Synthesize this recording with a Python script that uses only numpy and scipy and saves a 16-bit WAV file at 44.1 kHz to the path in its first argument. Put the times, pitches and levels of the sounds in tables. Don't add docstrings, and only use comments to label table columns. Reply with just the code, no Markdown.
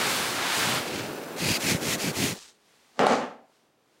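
import sys
import numpy as np
from scipy import signal
from scipy.fft import rfft, irfft, next_fast_len
from scipy.io import wavfile
from scipy.ndimage import map_coordinates

SR = 44100
rng = np.random.default_rng(int(sys.argv[2]) if len(sys.argv) > 2 else 0)


def transcribe(u):
    v = np.clip(np.atleast_2d(u).T, -1, 1)
    q = np.round(v * 32767).astype(np.int16)
    wavfile.write(sys.argv[1], SR, q)


N = 176400

# time in seconds, level in dB, extra treble in dB.
PALM_SWEEP = [(0, -25, -3), (.12, -27.5, 2.5), (.35, -32, 2), (.42, -27.5, -4.5), (.59, -26.5, 2.5),
              (.71, -26.5, 0), (.78, -27.5, -2), (.86, -41.5, 2), (1.0, -58, 8.5)]
# frequency in Hz, relative level in dB.
PALM_SPECTRUM = [(30, -41), (150, -10.5), (400, -11.5), (750, -1.5), (1200, -1), (2200, -2.5), (4500, -5.5),
                 (5500, -9.5), (8800, -12), (15500, -22)]
# start, full-speed time and end in seconds,
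# full-speed level in dB, resonance in Hz.
RASP_STROKE = (-0.1, 1.1, 0.66, -37, 1500.5)
def palm():
    level_db, treble_db = curves(PALM_SWEEP)
    hiss = coloured(flicks(rate=150000), PALM_SPECTRUM)
    treble = filtered(hiss, lambda hz: 1 - 1 / (1 + (hz / 4500) ** 4))
    start, fastest, end, rasp_db, rasp_hz = RASP_STROKE
    motion = speed(np.arange(N) / SR, start, fastest, end)
    rasp = amp(rasp_db) * motion * resonance(np.full(N, rasp_hz))
    return fading(PALM_SWEEP) * (hiss + (amp(treble_db) - 1) * treble) + rasp


TURN_TIMES = [1.362, 1.586, 1.794, 1.971, 2.129, 2.342]
# fastest moment in seconds, then, at that speed, levels of hiss,
# lower and upper resonance in dB, lower resonance in Hz.
FINGER_STROKES = [(1.555, -28.5, -34, -34, 2590), (1.665, -29.5, -37.5, -44.5, 2248),
                  (1.929, -29, -46, -45, 2148), (2.049, -31, -40, -40.5, 2600),
                  (2.245, -29, -41.5, -42, 2435)]
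# time in seconds, added level in dB.
SNAG_SWELLS = [(1.495, 1), (1.703, 5), (1.937, 2), (2.245, 1)]
SCRUB_SPECTRUM = [(300, -22.5), (700, -1), (1300, -5), (2000, 3.5), (3400, 0.5), (4500, -0.5), (6800, 0.5),
                  (8000, -3.5), (11000, -6.5), (15500, -13.5)]
def scrubbing():
    t, strokes = np.arange(N) / SR, np.zeros(N)
    rest_s, snag_half_s, turn_db = .005, .028, -15
    pitch_bend, upper_ratio = .12, 1.82
    tufts = clumps(rate=270, depth_db=.8)
    hiss = coloured(flicks(rate=90000) * tufts, SCRUB_SPECTRUM)
    for start, end, stroke in zip(TURN_TIMES, TURN_TIMES[1:], FINGER_STROKES):
        fastest, hiss_db, lower_db, upper_db, hz = stroke
        drive = speed(t, start + rest_s, fastest, end - rest_s) ** .61
        centre_hz = hz * (1 + pitch_bend * (drive - 1))
        rasp = amp(lower_db) * resonance(centre_hz) + amp(upper_db) * resonance(centre_hz * upper_ratio)
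        gain = np.maximum(drive, amp(turn_db)) * (t >= start) * (t < end)
        strokes += gain * (amp(hiss_db) * hiss + tufts * rasp)
    swell_db = sum(db * np.exp(-((t - s) / snag_half_s) ** 2) for s, db in SNAG_SWELLS)
    return strokes * amp(swell_db)


# time in seconds, level in dB.
SETTLE_LEVELS = [(.78, -45.5), (.88, -38), (.98, -36), (1.12, -45.5), (1.34, -50), (1.42, -75)]
SETTLE_SPECTRUM = [(300, -21), (900, -15), (1500, -9.5), (2500, -3), (3300, -8), (4600, -8.5),
                   (8000, -16.5), (15000, -29.5)]
def fingertip():
    fibres = flicks(rate=40000) * clumps(rate=110, depth_db=1.5)
    return fading(SETTLE_LEVELS) * coloured(fibres, SETTLE_SPECTRUM)


# time in seconds, level in dB.
PRESS_LEVELS = [(0, -35), (.5, -38), (.75, -35.5), (1.02, -34.5), (1.25, -38.5), (1.7, -34.5),
                (2.31, -37.5), (2.385, -50)]
PRESS_SPECTRUM = [(25, -40), (130, -10), (240, -1), (390, 0.5), (600, -2.5), (1000, -9.5), (1600, -9.5),
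                  (2000, -20), (5000, -29.5)]
def backing():
    return fading(PRESS_LEVELS) * coloured(flicks(rate=14000), PRESS_SPECTRUM)


# start and end in seconds, level at full speed in dB.
BACKING_DRAGS = [(0, 0.432, -41.5), (0.571, 0.82, -36.5), (0.918, 1.111, -37.5), (1.4, 1.537, -31),
                 (1.633, 1.766, -30), (1.815, 1.984, -32.5), (2.036, 2.132, -31.5), (2.162, 2.344, -31.5)]
RUMBLE_SPECTRUM = [(25, -56), (45, -38), (70, -13.5), (130, 0), (210, -1.5), (400, -7.5), (1500, -48)]
def tugging():
    t = np.arange(N) / SR
    drag = sum(amp(db) * speed(t, start, (start + end) / 2, end) ** .32
               for start, end, db in BACKING_DRAGS)
    return drag * coloured(flicks(rate=1500), RUMBLE_SPECTRUM)


# start in seconds, level before filtering in dB.
TUFT_SNAPS = [(1.511, -17.5), (1.719, -24), (1.747, -14), (2.077, -22), (2.243, -19)]
def thumps():
    ring_hz, t60_s = 158, .04
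    t, knocks = np.arange(SR // 8) / SR, np.zeros(N)
    for start, db in TUFT_SNAPS:
        add(knocks, start, -amp(db - 60 * t / t60_s) * np.sin(2 * np.pi * ring_hz * t))
    return cut(knocks, 72.5, "highpass")


# time in seconds, level in dB.
SLIDE_LEVELS = [(2.28, -67), (2.35, -44), (2.49, -52.5), (2.58, -78)]
SLIDE_SPECTRUM = [(200, -10), (900, -1.5), (2200, -1.5), (4200, 4), (8000, 0.5), (10500, -11), (15500, -21)]
def slide():
    started = np.arange(N) / SR > SLIDE_LEVELS[0][0]
    return fading(SLIDE_LEVELS) * started * coloured(flicks(rate=7300), SLIDE_SPECTRUM)


# time in seconds, patter level in dB, pile hiss level in dB.
LANDING_LEVELS = [(2.93, -78, -73.5), (2.992, -42.5, -56), (2.996, -20, -40), (3.05, -20, -50.5),
                  (3.08, -24, -39.5), (3.125, -21, -37), (3.17, -28.5, -44), (3.24, -32.5, -57),
                  (3.45, -75, -110)]
PATTER_SPECTRUM = [(30, -46), (90, -30), (160, -9), (245, 1), (335, -8), (490, 0.5), (610, -1), (760, 0.5),
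                   (970, -8.5), (1200, -7), (1700, -12.5), (2800, -19.5), (5000, -32.5), (12000, -56)]
PILE_SPECTRUM = [(600, -11), (2500, -5.5), (4000, 0.5), (7000, -2.5), (10000, -17), (15500, -41)]
# start in seconds, ring level in dB, ring frequency in Hz,
# 60 dB decay time in seconds, crack level in dB.
EDGE_SLAPS = [(2.993, -5, 1105, 0.0027, -15), (3.008, -17, 470, 0.13, -24), (3.0676, -7.5, 790, 0.03, -8)]
def drop():
    patter_db, pile_db = curves(LANDING_LEVELS, outside=-140)
    patter = amp(patter_db) * coloured(flicks(rate=16000), PATTER_SPECTRUM)
    pile = amp(pile_db) * coloured(flicks(rate=7000), PILE_SPECTRUM)
    t, slaps = np.arange(SR // 10) / SR, np.zeros(N)
    crack_t60_s = .005
    for start, ring_db, hz, t60_s, crack_db in EDGE_SLAPS:
        ring = amp(ring_db - 60 * t / t60_s) * np.sin(2 * np.pi * hz * t)
        crack = rng.standard_normal(len(t)) * amp(crack_db - 60 * t / crack_t60_s)
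        add(slaps, start, ring + cut(crack, 4800, "lowpass"))
    return patter + pile + cut(slaps, 250, "highpass")


# frequency in Hz, 60 dB decay time in seconds.
REVERB_TIMES = [(250, .47), (520, .42), (740, .53), (1100, .43), (10000, .33)]
def room(x, level_db=-9, delay_s=.006):
    hz, t, spectra = signal.stft(rng.standard_normal(SR * 3 // 4), SR, nperseg=256)
    decay = amp(-60 * t / along(REVERB_TIMES, hz)[:, None])
    tail = signal.istft(spectra * decay, SR, nperseg=256)[1]
    tail = np.pad(tail, (round(delay_s * SR), 0))
    return amp(level_db) * signal.fftconvolve(x, tail / np.linalg.norm(tail))[:N]


# time in seconds, level in dB.
HISS_LEVELS = [(2.36, -52), (2.42, -84)]
HISS_SPECTRUM = [(100, -16.5), (500, 9), (2000, -17.5), (8000, 7.5), (15500, 7.5)]
def microphone_hiss():
    return amp(curves(HISS_LEVELS)[0]) * coloured(rng.standard_normal((2, N)), HISS_SPECTRUM)


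# time in seconds, level in dB.
AIR_LEVELS = [(2.58, -70), (2.69, -63), (2.94, -63.5), (3.4, -78.5), (3.55, -67.5), (3.76, -78),
              (3.96, -69)]
AIR_SPECTRUM = [(400, -13.5), (750, -1), (4400, -3), (9000, -10), (15500, -21)]
ROOM_TONE_SPECTRUM = [(25, -29), (160, -3), (390, 0.5), (1300, -9.5), (15500, -34)]
def background(tone_db=-68):
    tone, air = rng.standard_normal((2, N))
    drift = amp(curves(AIR_LEVELS)[0])
    return amp(tone_db) * coloured(tone, ROOM_TONE_SPECTRUM) + drift * coloured(air, AIR_SPECTRUM)


def flicks(rate):
    return unit(np.sqrt(rng.poisson(rate / SR, N)) * rng.standard_normal(N))


def clumps(rate, depth_db):
    knots = rng.standard_normal(8192)
    wander = map_coordinates(knots, [np.arange(N) * rate / SR], mode="wrap")
    return unit(amp(depth_db * wander))


def speed(t, start, fastest, end):
    rise = (t - start) / max(fastest - start, .01)
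    fall = (end - t) / max(end - fastest, .01)
    return np.sin(np.pi / 2 * np.clip(np.minimum(rise, fall), 0, 1))


def resonance(centre_hz, width_hz=750):
    a, b = filtered(rng.standard_normal((2, N)), lambda hz: 1 / (1 + (2 * hz / width_hz) ** 2))
    phase = 2 * np.pi * np.cumsum(centre_hz) / SR
    return unit(a * np.cos(phase) + b * np.sin(phase))


def amp(db):
    return 10 ** (np.asarray(db) / 20)


def unit(x):
    return x / np.sqrt(np.mean(x ** 2) + 1e-20)


def along(points, hz):
    frequencies, values = np.transpose(points)
    return np.interp(np.log(hz + 1), np.log(frequencies + 1), values)


def curves(rows, outside=None):
    times, *columns = np.transpose(rows)
    return [np.interp(np.arange(N) / SR, times, column, outside, outside) for column in columns]


def fading(rows):
    return amp(curves(rows)[0]) * (np.arange(N) / SR < rows[-1][0])


def filtered(x, response):
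    size = next_fast_len(N + SR // 2)
    return irfft(rfft(x, size) * response(np.fft.rfftfreq(size, 1 / SR)), size)[..., :N]


def coloured(x, spectrum):
    return unit(filtered(x, lambda hz: amp(along(spectrum, hz))))


def cut(x, hz, kind):
    return signal.sosfilt(signal.butter(2, hz, kind, fs=SR, output="sos"), x)


def add(track, start_s, sound):
    start = round(start_s * SR)
    track[start:start + len(sound)] += sound[:N - start]


def scene():
    rubbing = palm() + fingertip() + backing() + scrubbing() + tugging() + thumps() + slide()
    landing = drop()
    return rubbing + landing + room(landing) + background() + microphone_hiss()


def record(dry, top_hz=15800):
    return filtered(dry, lambda hz: hz < top_hz)


dry = scene()
out = record(dry)
transcribe(out)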